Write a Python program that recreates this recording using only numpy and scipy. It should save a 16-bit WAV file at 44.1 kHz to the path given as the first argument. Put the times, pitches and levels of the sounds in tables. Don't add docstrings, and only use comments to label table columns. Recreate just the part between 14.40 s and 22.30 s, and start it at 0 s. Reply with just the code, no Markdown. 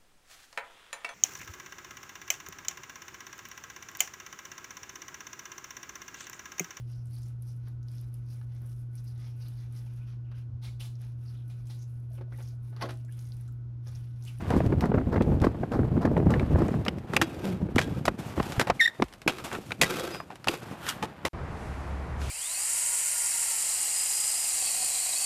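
import sys
import numpy as np
from scipy import signal
from scipy.fft import rfft, irfft
from scipy.io import wavfile

SR = 44100
rng = np.random.default_rng(int(sys.argv[2]) if len(sys.argv) > 2 else 0)


def dump_mix(stems):
    frames = np.atleast_2d(stems).T
    limited = np.clip(frames, -1, 1)
    pcm = np.round(limited * 32767).astype(np.int16)
    wavfile.write(sys.argv[1], SR, pcm)


N = 348390

# (s, dB)
ROLL = [(0.0, -33.5), (0.15, -29), (0.36, -26), (0.55, -28.5), (0.92, -28), (1.11, -32.5), (1.28, -32.5), (1.51, -27),
        (2.16, -26), (2.26, -32), (2.89, -37.5), (3.08, -37), (3.22, -34), (3.53, -34.5), (3.66, -42.5), (4.12, -44),
        (4.41, -53), (4.66, -65.5), (4.98, -51), (5.24, -46.5), (5.4, -47.5), (5.61, -47), (5.81, -54.5), (6.02, -57.5), (6.53, -45.5), (6.88, -48.5)]
# (s, length s, dB, low growl re scrape dB)
GRINDS = [(2.805, 0.26, -48.5, 5.5), (3.03, 0.082, -41.5, 4.5), (3.42, 0.16, -48.5, -16), (4.886, 0.12, -42.5, -7.5), (5.117, 0.024, -40, -1), (5.449, 0.048, -36, -15),
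          (5.493, 0.095, -34, -8.5), (5.58, 0.026, -35.5, -1.5), (5.626, 0.14, -39.5, -2), (6.083, 0.062, -35.5, -4)]
# (s, peak dB, ring Hz, clean pock dB)
KNOCKS = [(0.104, -15.5, 390, -21), (0.137, -18, 479, -20), (0.163, -25, 290, -12), (0.2033, -20.5, 600, -15.5), (0.324, -18, 280, -15), (0.438, -15.5, 554, -27),
          (0.517, -20, 556, -16.5), (0.543, -14.5, 402, -16), (0.574, -21, 196, -12), (0.582, -19.5, 494, -17.5), (0.73, -21.5, 396, -29), (0.76, -27, 607, -23), (0.777, -17.5, 388, -18),
          (0.808, -13, 360, -10.5), (0.917, -27, 420, -26), (1.023, -18, 425, -23), (1.043, -11.5, 393, -17), (1.067, -17.5, 327, -8), (1.145, -32, 660, -29), (1.2326, -20.5, 604, -24),
          (1.39, -22, 347, -14), (1.431, -24, 557, -22), (1.575, -21.5, 293, -14.5), (1.651, -13.5, 400, -16), (1.674, -22, 301, -18), (1.766, -19, 750, -15), (1.777, -23, 420, -12.5), (1.8, -21, 400, -14),
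          (2.029, -21.5, 296, -24), (2.157, -18.5, 505, -19), (2.203, -20, 385, -19), (2.218, -16.5, 310, -13),
          (2.286, -22, 525, -19.5), (2.34, -22.5, 506, -19.5), (3.361, -17, 296, -16), (3.679, -9, 560, -14), (3.977, -19, 344, -20),
          (3.999, -11, 590, -18), (4.2996, -7.5, 900, -13), (4.598, -25.5, 423, -18.5), (4.6217, -8, 285, -13)]
# (s, peak dB, treble re middle dB, ring Hz, dB lost at each rebound, metal ping dB)
CLANKS = [(1.938, -19, -33, 1790, 19, -27), (1.995, -23.5, -21, 2330, 15, -32), (2.462, -17, -32, 617, 18, -24), (2.481, -15, -17, 2960, 33, -18.5),
          (2.734, -20.5, -12.5, 1220, 6, -28), (2.7641, -9.5, -13.5, 2490, 40, -6), (2.8138, -11, -7.5, 1550, 9, -12.5), (2.818, -18, -14, 1160, 20, -14.5),
          (3.358, -21, -5.5, 1310, 14, -30), (3.3813, -12, -13, 2270, 9, -12.5), (3.389, -16, -9, 1790, 8, -15.5), (3.413, -22.5, -6, 3280, 5.5, -28),
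          (3.653, -19.5, -3, 1180, 9.5, -29), (3.68, -13, -17, 1140, 38, -11.5), (4.195, -11.5, -9, 1580, 6, -18), (4.211, -12.5, -11, 1780, 29, -18),
          (4.27, -19, -18, 704, 3.5, -28), (4.876, -10.5, -9, 2445, 7, -13), (4.893, -18, -17, 3240, 8, -36), (5.114, -25.5, -27, 1530, 0.5, -35), (5.149, -20, -19, 1240, 9.5, -31),
          (5.306, -27, -15, 1440, 10, -28), (5.3178, -21.5, -11, 2600, 27, -20.5),
          (5.413, -9.5, 0, 2427, 6, -5), (5.432, -15, -6, 2010, 7, -16), (5.595, -25, -3.5, 1300, 17, -27), (5.745, -26, -13, 1510, 6, -29),
          (5.801, -26, -26, 1020, 10, -29.5), (5.902, -29, -21, 750, 3, -38), (6.071, -17.5, -11, 910, 12, -19.5),
          (6.0827, -14, -6, 2960, 17, -9.5), (6.488, -33.5, 16, 2930, 9, -28), (6.625, -16, -14, 880, 5, -26), (6.85, -13, -10, 985, 6, -18)]
# (s, dB, most excited Hz)
PEG_STRIKES = [(2.815, -34, 3440), (2.818, -42, 4830), (3.382, -28, 2620), (3.413, -35, 1640), (3.417, -41, 3260), (4.194, -29, 1810), (4.879, -35, 3420),
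               (5.415, -20, 2300), (5.432, -25, 1980), (5.597, -36, 3800), (6.1, -39, 4700)]
# (Hz, dB, t60 s)
PEG_MODES = [(1620, -2.5, 0.21), (1970, 2, 0.066), (2490, 0, 0.077), (3300, -14, 0.13), (3340, -4, 0.16), (3820, -8, 0.15), (4800, -3, 0.12), (6500, -5, .08)]
PEG_FALL_DB_PER_OCTAVE = 32
# (s, dB)
CRUSHES = [(0.103, -28), (0.204, -37), (0.32, -34), (0.431, -33), (0.539, -31), (0.578, -33), (0.757, -25.5), (1.036, -25), (1.235, -41), (1.39, -38),
           (1.648, -26), (1.767, -34), (1.947, -42), (2.213, -38), (2.34, -40), (4.296, -23)]
CRUSH_T60_S = 0.061
CRUSH_COLOUR = [(100, -26), (300, 4.5), (700, 1.5), (1300, -1), (2000, -10.5), (3000, -24), (6000, -35), (14000, -57)]
# (s, length s, dB)
JANGLE = (6.1, 0.19, -45)
JANGLE_COLOUR = [(200, -22), (600, -13), (1300, -4), (3000, -3), (4700, -9), (7000, -5), (14000, -11)]
# (s, peak dB)
TICKS = [(0.104, -34.5), (0.165, -37), (0.263, -40), (0.408, -31.5), (0.456, -39.5), (0.727, -46), (0.821, -36), (1.001, -43), (1.017, -35.5), (1.047, -32.5), (1.068, -43), (1.319, -39.5),
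         (1.618, -42), (1.653, -39), (1.776, -44), (1.905, -33.5), (2.189, -41), (2.219, -40), (2.282, -40.5), (2.322, -45), (2.451, -34.5), (2.584, -44), (4.028, -31.5), (4.088, -42),
         (4.121, -27.5), (4.639, -38), (4.683, -46), (4.726, -43), (4.7366, -39.5), (4.817, -39), (4.984, -34), (5.1288, -30.5), (5.7455, -40),
         (5.956, -40.5), (6.043, -34), (6.4658, -28), (7.816, -33.5)]
# (s, pitch Hz, dB, octave re fundamental dB)
SQUEAL = [(4.395, 2175, -33, -21), (4.399, 2180, -26, -28), (4.404, 2090, -16.5, -25), (4.412, 1820, -17.5, -6), (4.421, 1840, -17, -10), (4.433, 1837, -26, -2),
          (4.446, 1800, -32, 6), (4.453, 1800, -28.5, 1), (4.46, 1895, -16.5, -19), (4.465, 1910, -21, -11), (4.471, 1860, -44, -10), (4.479, 1830, -19, -11),
          (4.486, 1910, -37.5, -5), (4.5, 1760, -43, -7)]
# (Hz, dB, t60 s)
FRAME = [(327, 0.5, 0.094), (363.4, 0.5, 0.26), (537, 5, 0.055), (820, -43, 0.064), (890, -8, 0.083), (1380, -5, 0.08), (1578, 0, 0.083), (2200, -27, 0.12), (2500, 2, 0.014), (3300, -22, 0.26), (3800, -29, 0.057), (4880, -8, 0.077), (6750, -43, 0.039), (7200, -7, 0.054)]
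# (Hz, dB per Hz)
RUMBLE = [(25, -20), (45, -9), (70, -2), (115, -1.5), (170, -10.5), (300, -19.5), (1000, -70.5)]
CRUNCH = [(30, -33), (150, -0.5), (450, 0), (800, 2), (1600, -4.5), (2600, -11.5), (5000, -24), (14000, -101)]
HISS = [(1000, -23), (2500, 9.5), (4000, 3), (7000, 1), (10000, -2), (14000, -4.5)]
SCRAPE = [(30, -46), (70, -22), (125, -1.5), (350, -11.5), (530, -6), (720, -11), (1300, -7), (1800, -11), (2700, -12), (5000, -17), (9000, -23), (14000, -24.5)]
GROWL = [(60, -48), (200, -16), (330, 7.5), (530, -5), (720, -3.5), (1300, -20), (5000, -51)]
# (Hz, dB per half octave)
KNOCK_COLOUR = [(25, -31), (50, -2), (90, -1.5), (200, 6), (450, -2.5), (900, -5), (1700, -7.5), (3000, -14), (6000, -26), (13000, -58)]
CLANK_COLOUR = [(25, -37), (50, -18), (90, -2), (200, 4.5), (450, -5), (900, -5.5), (1600, -8.5), (2600, -2), (6000, -2), (13000, -9.5)]
TICK_COLOUR = [(200, -11), (1000, 2), (2600, 3.5), (6000, 1.5), (13000, -5.5)]
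COURT_AIR = [(25, -13), (45, -1.5), (75, -1), (120, -2), (220, -9.5), (420, -14.5), (650, -14), (1050, -16), (2200, -26), (3000, -36), (5000, -42.5), (12000, -59)]
HUM_HZ = 69.4
PLAZA_END_S, COURT_START_S = 6.886, 6.932
OVERLOAD = .265
CUTOFF_HZ = 14300
TIME = np.arange(N) / SR
EDGES = 22 * 2 ** (np.arange(20) / 2)
CENTRES = np.sqrt(EDGES[1:] * EDGES[:-1])
BANK = [signal.butter(2, pair, "band", fs=SR, output="sos") for pair in zip(EDGES, EDGES[1:])]
SCUFF_COLOUR = [(400, -25), (1000, -1), (1500, 7), (2200, -4.5), (3100, 0), (5000, -12), (13000, -13)]
DRONE = [(25, -50), (60, -29), (130, 1), (180, 0.5), (260, -2.5), (450, -10), (800, -21), (1600, -41), (4000, -82)]
STRIP_COLOUR = [(150, -17), (450, 13), (900, 8), (1700, -3.5), (2600, -23), (5000, -19.5), (14000, -46.5)]
FRAME_COUPLING_DB = -49
# (s, peak dB, Hz, cycles to die away)
THUMPS = [(.16, -19, 140, 5.5), (1.017, -13.5, 87, 6.4), (2.141, -10, 84, 8.6), (2.818, -20, 329, 46), (3.228, -18, 186, 15),
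          (3.35, -16.5, 100, 5), (4.18, -17.5, 109, 4.5), (4.864, -18.5, 310, 11), (5.186, -26.5, 400, 4.8), (5.42, -26, 134, 11), (5.601, -32, 500, 77),
          (6.094, -22.5, 342, 16), (6.631, -38, 171, 9.7)]
BRISK_DB = -29
RUMBLE_DB, RUMBLE_FOLLOWS = -30, 1
DRONE_DB, DRONE_FOLLOWS = -31.5, 0.97
CRUNCH_DB, CRUNCH_FOLLOWS = -51.5, 0.26
HISS_DB, HISS_FOLLOWS = -67, 0.028
# (s, length s, crunch dB, hiss dB)
SAND = [(0.0, 0.21, -44, -57), (1.9, 0.45, -47.5, -62.5), (2.666, 0.13, -50, -61), (3.78, 0.15, -47, -54.5), (3.955, 0.26, -42.5, -51),
        (4.332, 0.28, -56, -63), (5.037, 0.03, -41, -44.5), (5.204, 0.12, -58, -56), (6.208, 0.44, -47.5, -61), (6.58, 0.36, -50, -73)]
SAND_ATTACK_S, SAND_RELEASE_S = 0.0087, 0.074
GRIND_ATTACK_S, GRIND_RELEASE_S, GRIND_EASE_DB = 0.013, 0.037, 4
KNOCK_USUAL_DB, KNOCK_T60_S = -14.5, 0.024
KNOCK_BASS_DB, KNOCK_BASS_FALL, KNOCK_BASS_MOST_DB = -1.5, 1.74, 0.5
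KNOCK_TREBLE_DB, KNOCK_TREBLE_RISE = -22.5, 4.4
KNOCK_TOP_HZ, KNOCK_DB_PER_OCTAVE = 2140, 2
BUMPS_PER_S, BUMP_RE_ROLL_DB, BUMP_SPREAD_DB, BUMP_HZ = 6, 3.5, 2, 386
CLANK_T60_S, CLANK_BASS_DB, CLANK_BASS_FALL, CLANK_USUAL_DB = 0.029, -13.5, 0.084, -13
REBOUND_S, REBOUND_BASS_DB, REBOUND_TREBLE_DB = .009, 1.5, 1.5
SQUEAL_GAIN_DB = 3
JUDDER_HZ, JUDDER_FADE_S = 200, 0.027
SQUEAL_OVERTONES_DB = [-16, -18, -23.5, -27, -31]
SQUEAL_RASP_DB = -21
COURT_AIR_DB = -37
COURT_HUM = [(6.95, -41.5), (7.378, -43), (7.39, -36.5), (7.9, -31)]
COURT_TREBLE = [(6.95, -85), (6.964, -77), (7.234, -62.5), (7.766, -71), (7.816, -53.5), (7.9, -50.5)]
TREAD_S, TREAD_LENGTH_S, TREAD_DB, TREAD_HZ, TREAD_SAG_HZ_PER_S = 3.035, 0.12, -25.5, 198.6, 107
SCUFF_PEAK_S, SCUFF_DB, SCUFF_RISE_DB_PER_S, SCUFF_FALL_DB_PER_S = 6.495, -31.5, 230, 310
STRIP_FIRST_S, STRIP_PERIOD_S, STRIP_SOONER_S, STRIP_DB, STRIP_HISS_DB = 0.094, .312, 0.0022, -32.5, -28
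SQUASH_CYCLES, SQUASH_MOST_S = 1.095, .015
PART_RING_DB, PART_RING_T60_S = -17.5, 0.019
PEG_S, PEG_LENGTH_S, PEG_DB, PEG_HZ = 5.718, 0.1, -41.5, 4940
PART_TAIL_DB, PART_TAIL_T60_S = -52, 0.18
TICK_T60_S, TICK_TAIL_DB, TICK_TAIL_T60_S = 0.017, -10, 0.11
SQUEAL_HISS_DB = -29
PING_DELAY_S, PING_RISE_S, PING_T60_S, PING_WAVER = 0.001102, 0.00096, 0.0068, .13
POCK_DELAY_S, POCK_CYCLES, POCK_OVERTONE, POCK_OVERTONE_DB = 0.00099, 3.3, 2.87, -12.5
# (Hz, width Hz, dB)
GRIND_RINGS = [(540, 160, -2), (818, 150, -4), (1362, 110, 2.5), (2650, 130, -5), (3390, 46, -9), (3770, 55, -9), (4900, 70, -13)]
GRIND_RING_DB, GRIND_RING_SWING_DB = -7, 3
SNAGS_PER_S, SNAG_DB = 50, -7.5
PING_OVERTONE, PING_OVERTONE_DB = 1.722, -7


def from_db(db):
    return 10 ** (np.asarray(db) / 20)


def rms_one(x):
    return x / np.sqrt(np.mean(x ** 2) + 1e-20)


def in_time(rows):
    s, *columns = np.transpose(rows)
    return [np.interp(TIME, s, c) for c in columns]


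def during(rows):
    return (TIME >= rows[0][0]) & (TIME <= rows[-1][0])


def at_hz(points, hz):
    f, db = np.transpose(points)
    return np.interp(np.log(hz), np.log(f), db)


def drift(rate):
    knots = rng.standard_normal(8192)
    return rms_one(np.interp(TIME * rate, np.arange(len(knots)), knots))


def ring(x, hz, t60):
    r, w = from_db(-60 / (t60 * SR)), 2 * np.pi * hz / SR
    return signal.lfilter([0, np.sin(w)], [1, -2 * r * np.cos(w), r * r], x + 1e-18)


def add(out, s, sound):
    at = int(s * SR)
    out[at:at + len(sound)] += sound[:N - at]


def grains(per_s, spread_db):
    sizes = from_db(spread_db * np.minimum(rng.exponential(1, N), 4)) * rng.choice([-1, 1], N)
    return rms_one(sizes * (rng.random(N) < per_s / SR))


def coloured(x, spectrum):
    size = 8192
    hz = np.maximum(np.arange(size // 2 + 1) * SR / size, 1)
    cepstrum = irfft(np.log(from_db(at_hz(spectrum, hz))))
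    response = irfft(np.exp(rfft(2 * cepstrum[:size // 2], size)))
    return rms_one(signal.fftconvolve(x, response[:size // 2])[:N])


def blow(band_db, t60, rise_s, bass_lag, patchy_db):
    t = TIME[:int(.16 * SR)]
    white, out = rng.standard_normal((2, len(t))), 0
    band_db = band_db + patchy_db * rng.standard_normal(len(BANK))
    for k, (sos, hz, db) in enumerate(zip(BANK, CENTRES, band_db)):
        slow = (1000 / hz) ** bass_lag
        start_s = max(SQUASH_MOST_S - SQUASH_CYCLES / hz, 0)
        shape = swell(np.maximum(t - start_s, 0), rise_s * slow, t60 * slow)
        out = out + from_db(db) * rms_one(signal.sosfilt(sos, white[k % 2] * shape)) * np.sqrt(np.mean(shape ** 2))
    return out


def blows(rows, colour, rise_s, bass_lag, hard_gain, resonance_db, width):
    out = np.zeros(N)
    for s, db, bass_db, treble_db, t60, hz, top_hz in rows:
        tilt = at_hz([(220, bass_db), (650, 0.014), (1700, 0), (2400, max(treble_db / 3, -8)), (4600, treble_db)], CENTRES)
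        force = db + hard_gain * max(db + 14.0, 0)
        burst = blow(force + tilt + at_hz(colour, CENTRES), t60, rise_s, bass_lag, patchy_db=0.05)
        burst = burst + (from_db(resonance_db) - 1) * signal.lfilter(*signal.iirpeak(hz, 1 / width, fs=SR), burst)
        add(out, s - SQUASH_MOST_S, signal.sosfilt(signal.butter(2, min(top_hz, .45 * SR), fs=SR, output="sos"), burst))
    return out


def rolling():
    effort_db = in_time(ROLL)[0] - BRISK_DB
    crunching, hissing = from_db(CRUNCH_DB + CRUNCH_FOLLOWS * effort_db), from_db(HISS_DB + HISS_FOLLOWS * effort_db)
    for s, length_s, crunch_db, hiss_db in SAND:
        sweep = stroke(s, length_s, SAND_ATTACK_S, SAND_RELEASE_S, ease_db=0.5)
        crunching, hissing = np.hypot(crunching, from_db(crunch_db) * sweep), np.hypot(hissing, from_db(hiss_db) * sweep)
    patches = drift(60)
    bumps = coloured(grains(per_s=2500, spread_db=-0.5), RUMBLE)
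    light = signal.sosfilt(signal.butter(2, 80, "high", fs=SR, output="sos"), bumps)
    speed = np.clip((effort_db + 15.5) / 16, 0, 1)
    rumble = from_db(RUMBLE_DB + RUMBLE_FOLLOWS * effort_db + 2.8 * patches) * (speed * bumps + (1 - speed) * light)
    drone = from_db(DRONE_DB + DRONE_FOLLOWS * effort_db + 4.1 * patches) * coloured(grains(per_s=1800, spread_db=4.2), DRONE)
    crunch = crunching * from_db(0.83 * patches) * coloured(grains(per_s=3000, spread_db=3.0), CRUNCH)
    hiss = hissing * from_db(2.4 * patches) * coloured(grains(per_s=14000, spread_db=3.2), HISS)
    return rumble + drone + crunch + hiss


def frame(force):
    top = max(db for hz, db, t60 in FRAME)
    return sum((-1) ** k * from_db(db - top) * ring(force, hz, t60) for k, (hz, db, t60) in enumerate(FRAME))


def grinding():
    pressure, weight = 0, 0
    for s, length_s, db, growl_db in GRINDS:
        slide = from_db(db) * stroke(s, length_s, GRIND_ATTACK_S, GRIND_RELEASE_S, GRIND_EASE_DB)
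        pressure, weight = pressure + slide, weight + from_db(growl_db) * slide
    catches = grains(per_s=2600, spread_db=1.5) * from_db(2.0 * drift(130))
    catches = rms_one(catches) + from_db(SNAG_DB) * grains(per_s=SNAGS_PER_S, spread_db=2.5)
    steel = sum(from_db(db + GRIND_RING_SWING_DB * drift(18)) * rms_one(ring(catches, hz, np.log(1000) / (np.pi * width)))
                for hz, width, db in GRIND_RINGS)
    scrape = from_db(-1.5) * coloured(catches, SCRAPE) + from_db(-7) * rms_one(frame(catches)) + from_db(GRIND_RING_DB) * rms_one(steel)
    growl = coloured(grains(per_s=900, spread_db=1.0), GROWL)
    singing = from_db(PEG_DB) * stroke(PEG_S, PEG_LENGTH_S, attack_s=0.0072, release_s=.012, ease_db=14)
    return pressure * scrape + weight * growl + singing * np.sin(2 * np.pi * np.cumsum(PEG_HZ + 20 * drift(140)) / SR)


def squeal():
    hz, db, octave_db = in_time(SQUEAL)
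    bite = np.exp(-np.maximum(TIME - SQUEAL[0][0], 0) / JUDDER_FADE_S)
    judder = np.sin(2 * np.pi * np.cumsum(JUDDER_HZ + 40 * drift(100)) / SR) * bite
    waver = .008 * drift(190) + .021 * drift(1300)
    phase = 2 * np.pi * np.cumsum(hz * (1 + waver)) / SR + 0.49 * judder
    overtones = np.sin(2 * phase) + sum(from_db(level + 3 * drift(300)) * np.sin(k * phase) for k, level in enumerate(SQUEAL_OVERTONES_DB, 3))
    skips = from_db(SQUEAL_RASP_DB) * drift(700) * (np.sin(1.5 * phase) + np.sin(2.5 * phase))
    tone = (np.sin(phase) + from_db(octave_db) * (overtones + skips)) * (1 + 0.26 * judder) + from_db(SQUEAL_HISS_DB) * rng.standard_normal(N)
    voice = from_db(db + SQUEAL_GAIN_DB + 1.0 * drift(760)) * during(SQUEAL) * tone
    return voice + from_db(-69) * ring(voice, hz=1852, t60=.11) + from_db(-57) * ring(voice, hz=2030, t60=.04)


def ticks():
    out = np.zeros(N)
    for s, db in TICKS:
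        band_db = db - 13.0 + at_hz(TICK_COLOUR, CENTRES)
        snap = blow(band_db, t60=TICK_T60_S, rise_s=0.00047, bass_lag=0.25, patchy_db=3.0)
        shiver = blow(band_db + TICK_TAIL_DB, t60=TICK_TAIL_T60_S, rise_s=0.0013, bass_lag=0.17, patchy_db=1.0)
        add(out, s - SQUASH_MOST_S, snap + shiver)
    return out


def plaza_echo(x, t60, wet_db):
    t = TIME[:SR // 2]
    tail = rng.standard_normal(len(t)) * from_db(-60 * t / t60) * (t > .004)
    tail = signal.sosfilt(signal.butter(1, [250, 7000], "band", fs=SR, output="sos"), tail / np.linalg.norm(tail))
    return from_db(wet_db) * signal.fftconvolve(x, tail)[:N]


def forecourt():
    air = from_db(COURT_AIR_DB) * coloured(rng.standard_normal(N), COURT_AIR)
    air = air + from_db(in_time(COURT_TREBLE)[0] + 5.5) * coloured(rng.standard_normal(N), HISS)
    hum = np.sin(2 * np.pi * np.cumsum(HUM_HZ + .6 * drift(8)) / SR) * from_db(in_time(COURT_HUM)[0] + 1.0 + .7 * drift(20))
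    return signal.sosfilt(signal.cheby1(10, .5, 12100, fs=SR, output="sos"), air) + hum


def swell(t, rise_s, t60):
    shape = (1 - np.exp(-(t / rise_s) ** 2)) * from_db(-60 * t / max(t60, .005))
    return shape / shape.max()


def tyres():
    hz = TREAD_HZ - TREAD_SAG_HZ_PER_S * np.clip(TIME - TREAD_S, 0, 2 * TREAD_LENGTH_S)
    phase = 2 * np.pi * np.cumsum(hz * (1 + 0.0418 * drift(73))) / SR
    buzz = from_db(TREAD_DB + 0.75 * drift(89)) * (np.sin(phase) + from_db(-9.0) * np.sin(2 * phase))
    t = TIME - SCUFF_PEAK_S
    drag_db = np.maximum(np.minimum(SCUFF_RISE_DB_PER_S * t, -SCUFF_FALL_DB_PER_S * t), -120)
    scuff = from_db(SCUFF_DB + drag_db) * coloured(grains(per_s=9700, spread_db=5.5), SCUFF_COLOUR)
    return buzz * stroke(TREAD_S, TREAD_LENGTH_S, attack_s=0.013, release_s=0.0076, ease_db=3.5) + scuff


def strips():
    pressure = np.zeros(N)
    for k in range(8):
        s = STRIP_FIRST_S + k * (STRIP_PERIOD_S - k * STRIP_SOONER_S)
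        add(pressure, s, from_db(STRIP_DB) * swell(TIME[:SR // 3], rise_s=0.022, t60=0.22))
    crackle = from_db(2.7 * np.tanh(drift(160))) * grains(per_s=2000, spread_db=2.5)
    return pressure * (coloured(crackle, STRIP_COLOUR) + from_db(STRIP_HISS_DB) * coloured(crackle, HISS))


def rattle():
    shaking = np.zeros(N)
    for s, db, *timbre in CLANKS:
        add(shaking, s, from_db(db) * swell(TIME[:SR // 3], rise_s=0.0052, t60=0.047))
    touches = grains(per_s=1400, spread_db=21.0)
    return from_db(-40) * shaking * (coloured(touches, SCRAPE) + rms_one(frame(touches)))


def thumps():
    out, t = np.zeros(N), TIME[:SR // 3]
    for s, db, hz, cycles in THUMPS:
        add(out, s, from_db(db) * swell(t, 0.17 / hz, cycles / hz) * np.sin(2 * np.pi * hz * t))
    return out


def stroke(s, length_s, attack_s, release_s, ease_db):
    t = np.maximum(TIME - s, 0)
    held = from_db(-ease_db * np.minimum(t / length_s, 1))
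    return np.minimum(t / attack_s, 1) * held * np.exp(-np.clip((t - length_s) / release_s, 0, 20))


def wheel_contacts():
    roll_s, roll_db = np.transpose(ROLL)
    chance = rng.random((100, 2))
    times = np.cumsum(-np.log(1 - chance[:, 0])) / BUMPS_PER_S
    levels = np.interp(times, roll_s, roll_db) + BUMP_RE_ROLL_DB + BUMP_SPREAD_DB * (2 * chance[:, 1] - 1)
    small = [(s, db, BUMP_HZ) for s, db in zip(times, levels) if s < PLAZA_END_S]
    rows = []
    for s, db, hz in [row[:3] for row in KNOCKS] + small:
        force_db = db - KNOCK_USUAL_DB
        bass_db = min(KNOCK_BASS_DB - KNOCK_BASS_FALL * force_db, KNOCK_BASS_MOST_DB)
        rows.append((s, db, bass_db, KNOCK_TREBLE_DB + KNOCK_TREBLE_RISE * max(force_db, 0), KNOCK_T60_S, hz,
                     KNOCK_TOP_HZ * 2 ** (max(force_db, 0) / KNOCK_DB_PER_OCTAVE)))
    return rows


def bike_contacts():
    rows = []
    for s, db, treble_db, hz, loss_db, ping_db in CLANKS:
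        bass_db = CLANK_BASS_DB - CLANK_BASS_FALL * (db - CLANK_USUAL_DB)
        rows += [(s + k * REBOUND_S, db - k * loss_db, bass_db + k * REBOUND_BASS_DB, treble_db + k * REBOUND_TREBLE_DB, CLANK_T60_S, hz, SR / 2)
                 for k in range(4)]
    return rows


def struck_parts():
    out, t = np.zeros(N), TIME[:SR // 3]
    ringing = from_db(PART_RING_DB) * swell(t, rise_s=0.0011, t60=PART_RING_T60_S)
    ringing = ringing + from_db(PART_TAIL_DB) * swell(t, rise_s=0.0025, t60=PART_TAIL_T60_S)
    stiffness = 1 + PING_WAVER * drift(900)
    for s, db, treble_db, hz, loss_db, ping_db in CLANKS:
        pair = np.sin(2 * np.pi * hz * t) + .5 * np.sin(2 * np.pi * 0.61 * hz * t)
        add(out, s, from_db(db) * ringing * pair)
        phase = 2 * np.pi * hz * np.cumsum(stiffness[int(s * SR):][:len(t)]) / SR
        ping = np.sin(phase) + from_db(PING_OVERTONE_DB) * np.sin(PING_OVERTONE * phase)
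        add(out, s + PING_DELAY_S, from_db(ping_db) * swell(t, PING_RISE_S, PING_T60_S) * ping)
    return out


def grit():
    pressure = np.zeros(N)
    for s, db in CRUSHES:
        add(pressure, s, from_db(db) * swell(TIME[:SR // 3], rise_s=0.0029, t60=CRUSH_T60_S))
    return pressure * coloured(grains(per_s=3000, spread_db=2.0), CRUSH_COLOUR)


def pegs():
    out, t = np.zeros(N), TIME[:SR // 2]
    for s, db, favoured_hz in PEG_STRIKES:
        for hz, mode_db, t60 in PEG_MODES:
            strength = from_db(db + mode_db - PEG_FALL_DB_PER_OCTAVE * abs(np.log2(hz / favoured_hz)))
            add(out, s, strength * swell(t, rise_s=0.00033, t60=t60) * np.sin(2 * np.pi * (hz * t + rng.random())))
    return out


def jangle():
    s, length_s, db = JANGLE
    taps = grains(per_s=110, spread_db=4)
    taps = signal.fftconvolve(taps, rng.standard_normal(SR // 20) * swell(TIME[:SR // 20], rise_s=0.00046, t60=0.021))[:N]
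    return from_db(db) * stroke(s, length_s, attack_s=0.009, release_s=0.033, ease_db=28) * coloured(taps, JANGLE_COLOUR)


def pocks():
    out, t = np.zeros(N), TIME[:SR // 10]
    for s, db, hz, pock_db in KNOCKS:
        for pitch, level_db in ((hz, pock_db), (hz * POCK_OVERTONE, pock_db + POCK_OVERTONE_DB)):
            add(out, s + POCK_DELAY_S, from_db(level_db) * swell(t, .5 / pitch, POCK_CYCLES / pitch) * np.sin(2 * np.pi * pitch * t))
    return out


def scene():
    knocks = from_db(-12) * blows(wheel_contacts(), KNOCK_COLOUR, rise_s=0.0011, bass_lag=0.1, hard_gain=0.41, resonance_db=6.5, width=0.63) + pocks() + grit()
    clanks = from_db(-10.0) * blows(bike_contacts(), CLANK_COLOUR, rise_s=0.0017, bass_lag=0.025, hard_gain=0.78, resonance_db=7.5, width=0.17)
    bike = clanks + from_db(FRAME_COUPLING_DB) * frame(clanks) + struck_parts() + pegs() + rattle() + jangle() + grinding() + tyres()
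    rubber = squeal()
    plaza = rolling() + strips() + thumps() + knocks + bike + rubber + plaza_echo(bike + from_db(1) * rubber + from_db(-22) * knocks, t60=0.43, wet_db=-27.5)
    before = np.clip((PLAZA_END_S - TIME) / 0.0025, 0, 1)
    after = TIME > COURT_START_S
    return (plaza * before + forecourt() * after + ticks() + from_db(-79.0) * rng.standard_normal(N))[None]


def record(dry):
    clipped = dry / (1 + (dry / OVERLOAD) ** 6) ** (1 / 6)
    return signal.fftconvolve(clipped, signal.firwin(181, CUTOFF_HZ, fs=SR)[None], mode="same")


dry = scene()
out = record(dry)
dump_mix(out)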